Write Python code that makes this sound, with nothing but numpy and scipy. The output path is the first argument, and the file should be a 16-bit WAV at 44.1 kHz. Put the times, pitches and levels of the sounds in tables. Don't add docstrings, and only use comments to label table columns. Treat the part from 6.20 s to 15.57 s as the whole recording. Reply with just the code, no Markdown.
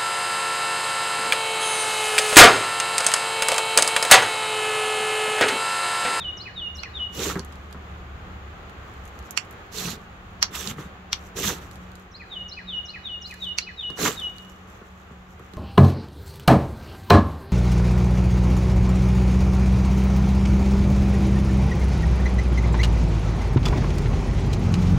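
import sys
import numpy as np
from scipy import signal
from scipy.fft import rfft, irfft, next_fast_len
from scipy.io import wavfile
from scipy.ndimage import uniform_filter1d, map_coordinates

SR = 44100
rng = np.random.default_rng(int(sys.argv[2]) if len(sys.argv) > 2 else 0)


def bounce(signal):
    frames = np.transpose(np.atleast_2d(signal))
    limited = np.clip(frames, -1, 1)
    pcm = np.round(limited * 32767).astype(np.int16)
    wavfile.write(sys.argv[1], SR, pcm)


def nominal_scale(level):
    x = np.asarray(level, float) / 20
    return 10 ** x


N = 413216


def unit(x):
    return x / np.sqrt(np.mean(x ** 2) + 1e-20)


def along(points, hz):
    f, v = np.transpose(points)
    return np.interp(np.log(hz + 1), np.log(f + 1), v)


def curves(rows):
    s, *cols = np.transpose(rows)
    return [np.interp(np.arange(N) / SR, s, c) for c in cols]


def spans(tables, fade):
    def hushed(s, row):
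        return (s, *np.subtract(row[1:], 30))

    rows = []
    for table in tables:
        first, last = table[0], table[-1]
        rows += [hushed(first[0] - fade, first), *table, hushed(last[0] + 5 * fade, last)]
    return curves(sorted(rows))


def wobble(rate):
    return map_coordinates(rng.standard_normal(int(N * rate / SR) + 4), [np.arange(N) * rate / SR])


def gate(start, length, rise):
    t = np.arange(N) / SR - start
    return t, np.clip(np.minimum(t, length + rise - t) / rise, 0, 1) ** 2


def filtered(x, response):
    m = next_fast_len(x.shape[-1] + SR // 2)
    spectrum = rfft(x, m) * response(np.fft.rfftfreq(m, 1 / SR))
    return irfft(spectrum, m)[..., :x.shape[-1]]


def modes(peaks):
    def response(f):
        total = 0
        for k, (centre, width, db) in enumerate(peaks):
            damping = 1j * f * width
            total = total + (-1) ** k * nominal_scale(db) * damping / (centre * centre - f * f + damping)
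        return total
    return response


def colour(spectrum):
    return lambda hz: nominal_scale(along(spectrum, hz))


def spread(pair, response, alike):
    def mid_side(hz):
        angle = np.arccos(np.clip(along(alike, hz), -1, 1)) / 2
        return response(hz) * [np.cos(angle), np.sin(angle)]

    mid, side = filtered(pair, mid_side)
    return unit(np.array([mid + side, mid - side]))


def grit(rate, scatter_db, smooth):
    sizes = nominal_scale(scatter_db * np.clip(rng.standard_normal(N), -2, 2))
    catches = (rng.random(N) < rate / SR) * sizes
    bursts = np.sqrt(np.abs(uniform_filter1d(catches ** 2, size=40)))
    return rng.standard_normal((2, N)) * (smooth + unit(bursts))


def patchy(x, depth_db):
    z = signal.stft(x, nperseg=256)[2]
    field = uniform_filter1d(rng.standard_normal(z.shape[1:]), size=3, axis=0)
    field = uniform_filter1d(field, size=9, axis=1)
    return unit(signal.istft(z * nominal_scale(depth_db * unit(field)), nperseg=256)[1][:, :N])


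def tail(length, t60):
    t = np.arange(round(length * SR)) / SR
    x = rng.standard_normal((2, len(t))) * nominal_scale(-60 * t / t60)
    return x / np.linalg.norm(x[0])


def add(track, s, sound):
    i = round(s * SR)
    sound = sound[:, max(-i, 0):N - i]
    track[:, max(i, 0):max(i, 0) + sound.shape[1]] += sound


# (time [s], sliding speed as hiss level [dB], push on the board [dB], lean onto the table top [dB])
STROKES = [
    [(0.91, -77, -56, -52), (0.932, -56, -61, -60), (0.954, -45, -47.5, -52), (0.994, -39.5, -31, -37.5),
     (1.048, -33.5, -38, -52), (1.074, -38, -29.5, -35.5), (1.096, -38.5, -31, -40.5),
     (1.128, -45, -39, -51)],
    [(3.51, -74, -52, -59), (3.526, -51, -62, -57), (3.55, -43, -41.5, -42), (3.586, -37, -41.5, -48),
     (3.712, -40.5, -49, -33), (3.73, -46.5, -52.5, -37), (3.758, -55, -50, -53.5), (3.78, -77, -49.5, -44)],
    [(4.31, -65.5, -52, -52), (4.352, -35, -49, -48.5), (4.388, -40.5, -45, -65), (4.51, -42.5, -49.5, -33),
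     (4.556, -73, -53, -46), (4.602, -52, -50.5, -43), (4.678, -70, -64, -50), (4.7, -82, -54.5, -50.5)],
    [(5.15, -68, -46.5, -54), (5.17, -36, -36, -47), (5.206, -38, -34.5, -42), (5.282, -28, -36.5, -29),
     (5.334, -42, -35, -45), (5.382, -54.5, -53, -55), (5.406, -66, -54, -73), (5.42, -55, -62, -50)],
    [(7.775, -45.5, -55, -53), (7.791, -41.5, -29.5, -44), (7.817, -32, -28.5, -37.5),
     (7.841, -29, -28, -33.5), (7.879, -31.5, -23.5, -29.5), (7.911, -41.5, -33.5, -45.5),
     (7.96, -50, -58, -49.5)],
]
# (blade rasp [dB], blade squeal [dB], rod rasp [dB])
GRIPS = [(2, 0.5, 1.5), (0.5, 5, -3), (4, -2.5, -.6), (1.1, -1, -0.1), (1.5, 0.3, 3.5)]
# (frequency [Hz], relative level [dB])
HISS_SPECTRUM = [(2820, -27.5), (4800, -12), (5890, -0.5), (6640, -1.5), (7300, -0.5), (8220, -10.5),
                 (9180, -16), (12000, -8), (13400, -10), (15800, -17)]
# (frequency [Hz], width [Hz], level [dB])
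BLADE_MODES = [(2705, 750, -1), (3720, 300, 0)]
# (frequency [Hz], width [Hz], level [dB])
SQUEAL_MODES = [(3747, 420, -16), (4180, 740, 5)]
# (frequency [Hz], width [Hz], level [dB])
ROD_MODES = [(760, 470, -9), (1230, 344, 0), (1606, 450, -0.5), (1950, 510, -3)]
# (frequency [Hz], width [Hz], level [dB])
BOARD_MODES = [(307, 41, -5), (380, 35, -1.5), (447, 74, -3.5)]
# (frequency [Hz], width [Hz], level [dB])
TABLE_MODES = [(113, 110, -5.5), (183.4, 25, 4.5), (237.6, 17, -2.5)]
# (frequency [Hz], left-right likeness [-1 to 1])
NEAR_ALIKE = [(60, 0.99), (130, 0.99), (290, 1), (640, 0.73), (1410, 0.63), (3100, 0.56), (6820, 0.27),
              (15000, 0.03)]


def strokes():
    slide_db, push_db, lean_db = spans(STROKES, fade=0.024)
    holds = []
    for rows, grip in zip(STROKES, GRIPS):
        start, end = rows[0][0], rows[-1][0] + .1
        holds += [(start, 0, *grip), (end, end - start, *grip)]
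    since, blade_db, squeal_db, rod_db = curves(holds)
    force_db = np.maximum(push_db, lean_db)

    def drive(offset_db, force_share, rise_db_s):
        return offset_db + slide_db + force_share * (force_db - slide_db) + rise_db_s * since

    def skips(peaks):
        return spread(grit(220, scatter_db=3.5, smooth=2.0), modes(peaks), NEAR_ALIKE)

    chatter = wobble(60)
    grains = spread(grit(1500, scatter_db=2.0, smooth=0.99), colour(HISS_SPECTRUM), NEAR_ALIKE)
    hiss = nominal_scale(2.6 + slide_db + 0.71 * chatter) * patchy(grains, depth_db=2.5)
    blade_gain = nominal_scale(drive(-5, force_share=0.14, rise_db_s=8.4) + blade_db + 1.3 * chatter)
    blade = blade_gain * patchy(skips(BLADE_MODES), depth_db=1.0)
    rod_gain = nominal_scale(drive(-4, force_share=0.27, rise_db_s=17) + rod_db + 4.2 * wobble(50))
    rod = rod_gain * patchy(skips(ROD_MODES), depth_db=1.5)
    squeal_gain = nominal_scale(drive(-5.5, force_share=0.14, rise_db_s=8) + squeal_db + 0.84 * wobble(45))
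    squeal = squeal_gain * patchy(skips(SQUEAL_MODES), depth_db=0.5)
    board = nominal_scale(push_db - 1) * skips(BOARD_MODES)
    table = nominal_scale(lean_db + 2.2) * skips(TABLE_MODES)
    return hiss + blade + rod + squeal + board + table


# (time [s], level [dB], modes below 3300 Hz [dB], modes above 7000 Hz [dB], left over right [dB])
TAPS = [(0.6339, -23.5, 6.5, -23, -8.5), (1.194, -27.5, -20, -6, -7), (3.1749, -11.5, 1.5, -14, -9),
        (4.2272, -3.5, -2.5, -21, -4.5), (4.9298, -7.5, -4.5, -22.5, -1), (7.385, -10, 0, -16.5, -4.5)]
# (frequency [Hz], width [Hz], level [dB])
CLACK_MODES = [(1344, 960, -6), (2390, 580, 0.5), (3370, 780, -4), (4400, 660, -0.5), (5770, 530, 2.5),
               (7620, 750, 4), (10800, 900, 0.5)]
# (frequency [Hz], level [dB], t60 [s])
STEEL_RING = [(1420, -7.5, 0.011), (2145, -5.5, 0.023), (2420, -27, 0.092), (2747, -4.5, 0.024),
              (4405, -8.5, 0.037), (4700, -19, 0.017), (5460, -5, 0.01), (5780, -18.5, 0.05),
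              (6030, -0.5, 0.0044), (7270, -10.5, 0.03), (10400, -0.5, 0.018), (12850, -4.5, 0.0033)]


def taps():
    out, t = np.zeros((2, N)), np.arange(SR // 8) / SR
    for s, db, low_db, top_db, pan_db in TAPS:
        def tilt(hz):
            return low_db if hz < 3300 else top_db if hz > 7000 else 0

        clack = modes([(hz * rng.normal(1, 0.011), w, g + tilt(hz)) for hz, w, g in CLACK_MODES])
        noise = .2 * rng.standard_normal((2, len(t))) * np.exp(-t / .001)
        blow = signal.unit_impulse(len(t), 24) + noise
        blow = uniform_filter1d(blow, size=2)
        struck = filtered(blow, clack)
        struck = struck / np.abs(struck).max()
        ring = np.zeros_like(struck)
        for hz, level_db, t60 in STEEL_RING:
            wave = np.sin(2 * np.pi * hz * rng.normal(1, .012) * t + rng.normal(0, 1.0, (2, 1)))
            mode_db = level_db + tilt(hz) - 10.0 + rng.normal(0, 1.9)
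            ring += nominal_scale(mode_db - 60 * t / t60) * wave * (1 - np.exp(-t / 0.0011))
        smear = signal.fftconvolve(struck + 0.47 * ring, tail(.15, t60=0.11), axes=1)
        smear = filtered(smear, lambda hz: 1 / (1 + 1j * hz / 6000))
        noise_ahead = unit(filtered(rng.standard_normal((2, len(t))), clack))
        noise_ahead = noise_ahead * np.exp((t - t[-1]) / 0.0041)
        gain = nominal_scale(db + 6.5 + np.array([[pan_db], [-pan_db]]) / 2)
        add(out, s - t[-1], gain * nominal_scale(-22.0) * noise_ahead)
        add(out, s, gain * (struck + ring))
        add(out, s + .002, gain * nominal_scale(-5.0) * smear)
    return out


# (time [s], level [dB], body over bright part [dB])
TICKS = [(.557, -50, -5.5), (.571, -43, -2), (.5838, -43.5, -4.5), (.6146, -52, -1), (1.2483, -30.5, -15),
         (1.3245, -42, 2), (1.3564, -45, 0.5), (1.5095, -49, -1), (1.5272, -35.5, -1.5), (2.496, -40, -10),
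         (2.739, -47, -1), (2.8539, -32.5, -15.5), (2.8772, -32, -20), (2.9906, -33.5, -10.5),
         (3.027, -48, -1), (3.1086, -16, -25.5), (3.25, -40, -16), (3.3099, -31, -20), (3.3274, -37, -14.5),
         (4.3535, -23, -7), (4.4742, -22.5, 2.5), (4.5397, -41, -10.5), (4.6029, -39, -9),
         (5.3851, -42, 2.5), (5.5129, -39, -1.5), (5.557, -37.5, -4), (5.718, -47, -1.5),
         (5.7544, -35.5, -4.5), (5.7978, -42.5, -12), (6.126, -55, 4), (7.1112, -42.5, 7),
         (7.141, -34, -5.5), (7.2432, -51.5, 12), (7.2898, -57.5, 13), (7.7029, -43, 7), (7.7614, -57, -11),
         (7.9992, -31, -2.5), (8.019, -55.5, 5), (8.1833, -40.5, 2), (8.2487, -44, -3.5), (8.92, -49, -8.5),
         (9.195, -40.5, -14.5), (9.3362, -50.5, 11)]


def ticks():
    bright, body, t = np.zeros((2, N)), np.zeros((2, N)), np.arange(SR // 10) / SR
    for s, db, body_db in TICKS:
        decay = nominal_scale(-60 * t / 0.0032) + 0.21 * nominal_scale(-60 * t / 0.066)
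        click = rng.standard_normal((2, len(t))) * decay
        add(bright, s, nominal_scale(db - 0.5) * click)
        add(body, s, nominal_scale(db + body_db + 9) * click)
    bright = filtered(bright, modes([(6440, 910, 0.42), (12700, 1000, -1.5)]))
    return bright + filtered(body, modes([(3950, 1600, 0.0037)]))


# (time [s], level [dB])
KNOCKS = [(1.131, -25), (1.156, -10.5), (1.19, -22), (1.545, -25), (3.651, -26), (3.674, -25), (4.583, -20),
          (5.167, -28.5), (7.699, -23.5), (8.613, -30), (8.906, -28.5), (9.195, -28.5), (9.332, -31)]


def knocks():
    blows, clacks, t = np.zeros((2, N)), np.zeros((2, N)), np.arange(SR // 20) / SR
    for s, db in KNOCKS:
        soft = (t / 0.00023) * np.exp(-t / 0.00032)
        rattle = 0.62 * uniform_filter1d(rng.standard_normal(len(t)), size=16) * nominal_scale(-60 * t / 0.14)
        add(blows, s, nominal_scale(db + 11.5) * np.array([soft + rattle] * 2))
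        add(clacks, s, nominal_scale(db - 1 - 60 * t / 0.0098) * rng.standard_normal((2, len(t))))
    rod = filtered(clacks + nominal_scale(-6) * blows, modes(ROD_MODES))
    return filtered(blows, modes(TABLE_MODES + BOARD_MODES)) + rod


# (time [s], length [s], level [dB], fading, negative grows [dB/s])
RUSTLE = [(.52, .38, -80.5, 3), (1.215, 0.26, -71.5, 25), (2.594, 0.38, -78, -15), (3.047, .42, -69, 25),
          (3.78, .4, -73, 14), (4.96, 0.14, -64.5, 14.5), (5.427, .42, -65, 28.5), (6.066, .14, -80.5, 4.5),
          (7.08, 0.21, -59.5, 44), (7.613, 0.13, -75, 6), (7.938, 0.505, -61, 22.5), (8.478, 0.98, -70, 19),
          (9.098, .3, -79, -21)]


def rustle():
    gain, rise = np.zeros(N), 0.034
    for s, length, db, fading_db in RUSTLE:
        t, shape = gate(s - rise, length + rise, rise)
        gain += nominal_scale(db + 4.0 - fading_db * np.clip(t, 0, 1)) * shape
    flicker_db = 3 * wobble(30)
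    crackle = spread(grit(300, scatter_db=7, smooth=1.5), colour(HISS_SPECTRUM), NEAR_ALIKE)
    return gain * nominal_scale(flicker_db) * crackle


# (time after the phrase begins [s], pitch [Hz], level [dB])
NOTES = [
    [(.004, 7100, -68), (.011, 6190, -53), (.017, 5670, -46), (.025, 5250, -48.5), (.031, 5200, -56)],
    [(.037, 3876, -48), (.045, 4016, -40.5), (.05, 4165, -40.5), (.055, 4310, -34.5), (.058, 4520, -57),
     (.062, 4830, -43), (.07, 4920, -54.5)],
    [(.092, 2490, -52.5), (.104, 2568, -38), (.11, 2366, -40.5), (.114, 2160, -51), (.12, 1936, -36),
     (.126, 1834, -56.5), (.134, 1714, -45), (.146, 1580, -60)],
    [(.192, 3846, -57), (.205, 3825, -43.5), (.216, 3686, -35.5), (.229, 3584, -36), (.237, 3383, -37.5),
     (.243, 3250, -55.5)],
    [(.247, 3073, -43.5), (.262, 2955, -32.5), (.28, 2925, -35.5), (.303, 2895, -32), (.318, 2877, -33.5),
     (.33, 2910, -55)],
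]
# (time [s], opening notes [dB], closing notes [dB], extra pause before the closing [s])
PHRASES = [(-.208, 0, 0, 0), (.16, 0, 1, .001), (.541, 0, 0, .001), (5.903, -4, -1.5, .004),
           (6.274, 0, 1, .001), (6.6425, 0, 0, -.001), (7.007, 0, .6, .002), (7.373, 0, .6, .004),
           (7.755, -1.5, 0, .01)]


def wren():
    out, t = np.zeros((2, N)), np.arange(round(.38 * SR)) / SR
    for s, open_db, close_db, pause in PHRASES:
        song = np.zeros(len(t))
        efforts = [3.2 * open_db, open_db, open_db, close_db, close_db]
        for k, (note, db, late) in enumerate(zip(NOTES, efforts, [0] * 3 + [pause] * 2)):
            at, hz, level_db = np.transpose(note)
            pitch = np.interp(t - late, at, hz * rng.normal(1, 0.0046))
            if k == 0:
                pitch = pitch * (1 + 0.011 * unit(uniform_filter1d(rng.standard_normal(len(t)), size=60)))
            phase = 2 * np.pi * np.cumsum(pitch) / SR
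            gain = np.sqrt(2) * nominal_scale(db + np.interp(t - late, at, level_db, -120, -120))
            gain = gain * nominal_scale(rng.normal(0, 0.74))
            song += uniform_filter1d(gain, size=88) * (np.sin(phase) + .008 * np.sin(2 * phase))
        song = np.array([song, song])
        add(out, s, nominal_scale(1.0) * song)
        add(out, s + .004, nominal_scale(-1.5) * signal.fftconvolve(song, tail(0.14, t60=0.067), axes=1))
        add(out, s + .02, nominal_scale(-5.0) * signal.fftconvolve(song, tail(1.2, t60=0.72), axes=1))
    return out


# (time [s], level [dB])
TRAFFIC = [(0, -49), (.83, -50.5), (1.17, -48.5), (2.32, -48), (3.76, -48.5), (4.96, -50.5), (5.35, -48),
           (5.82, -52), (7.75, -54), (7.93, -46.5), (8.17, -51.5), (9.37, -53.5)]
# (frequency [Hz], relative level [dB])
RUMBLE_SPECTRUM = [(12, -36), (20, -9.5), (54, 3.5), (81, 5.5), (140, -4), (193, -8), (236, -16.5),
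                   (300, -14), (390, -37.5), (660, -120)]
# (frequency [Hz], relative level [dB])
ROAR_SPECTRUM = [(120, -23), (200, -2.5), (278, -10), (346, -5.5), (386, -5.5), (656, -9), (746, -5),
                 (964, -9.5), (1160, -4.5), (2000, -12), (3340, -18.5), (5780, -34), (6810, -27),
                 (8490, -45.5), (15800, -39)]
# (time [s], length [s], pitch [Hz], level [dB])
ENGINE = [(-.1, 0.22, 76, -52.5), (0.452, 1.85, 71.5, -42), (2.505, 0.54, 68, -46), (3.503, 0.36, 72, -55),
          (4.244, 1.53, 69.7, -50.5), (6.1, 1.64, 71, -54), (8.547, 1, 69.8, -52)]
# (time [s], level [dB])
HUM = [(0, -55), (.81, -57), (1.12, -50.5), (2.42, -57.5), (3.16, -77), (3.65, -56), (4.75, -53.5),
       (9.37, -53.5)]
# (frequency [Hz], left-right likeness [-1 to 1])
FAR_ALIKE = [(60, 0.97), (130, 0.98), (290, 0.88), (640, 0.41), (1410, -0.055), (3100, -0.073),
             (6820, -0.037), (15000, 0.03)]


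def traffic():
    far_db, = curves(TRAFFIC)

    def distant(spectrum):
        return spread(rng.standard_normal((2, N)), colour(spectrum), FAR_ALIKE)

    rumble = nominal_scale(far_db + 3 + 1.52 * wobble(3.035)) * distant(RUMBLE_SPECTRUM)
    roar = nominal_scale(far_db + 4 + .7 * wobble(7.6)) * distant(ROAR_SPECTRUM)
    engine, drift = np.zeros(N), np.cumsum(1.032 * wobble(3)) / SR
    for s, length, hz, db in ENGINE:
        t, shape = gate(s, length, rise=0.092)
        engine += np.sqrt(2) * nominal_scale(db) * shape * np.sin(2 * np.pi * (hz * t + drift))
    engine = engine * nominal_scale(1.3 * wobble(11))
    phase = 2 * np.pi * np.cumsum(183.5 + 1.51 * wobble(4)) / SR
    hum_gain = nominal_scale(curves(HUM)[0] + 3.5 + 3.3 * wobble(11))
    hum = hum_gain * (np.sin(phase) + 0.11 * np.sin(2 * phase))
    return rumble + roar + engine + hum


# (frequency [Hz], left over right [dB])
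NEAR_SIDE = [(60, 2), (130, 1), (290, -2.5), (640, -1), (1410, 2.5), (3100, -10), (6820, -6), (15000, -8)]


def scene():
    hands = strokes() + ticks() + knocks() + rustle()
    shade = lambda hz: nominal_scale(along(NEAR_SIDE, hz) * np.array([[.5], [-.5]]))
    return filtered(hands, shade) + taps() + wren() + traffic()


def top_cut(x):
    return signal.sosfilt(signal.butter(12, 16710, fs=SR, output="sos"), x)


def record(dry):
    held = dry / (1 + np.abs(dry / .98) ** 6) ** (1 / 6)
    mix = filtered(held, lambda hz: np.where(hz < 15750, 1, nominal_scale(-22)))
    return top_cut(mix)


dry = scene()
out = record(dry)
bounce(out)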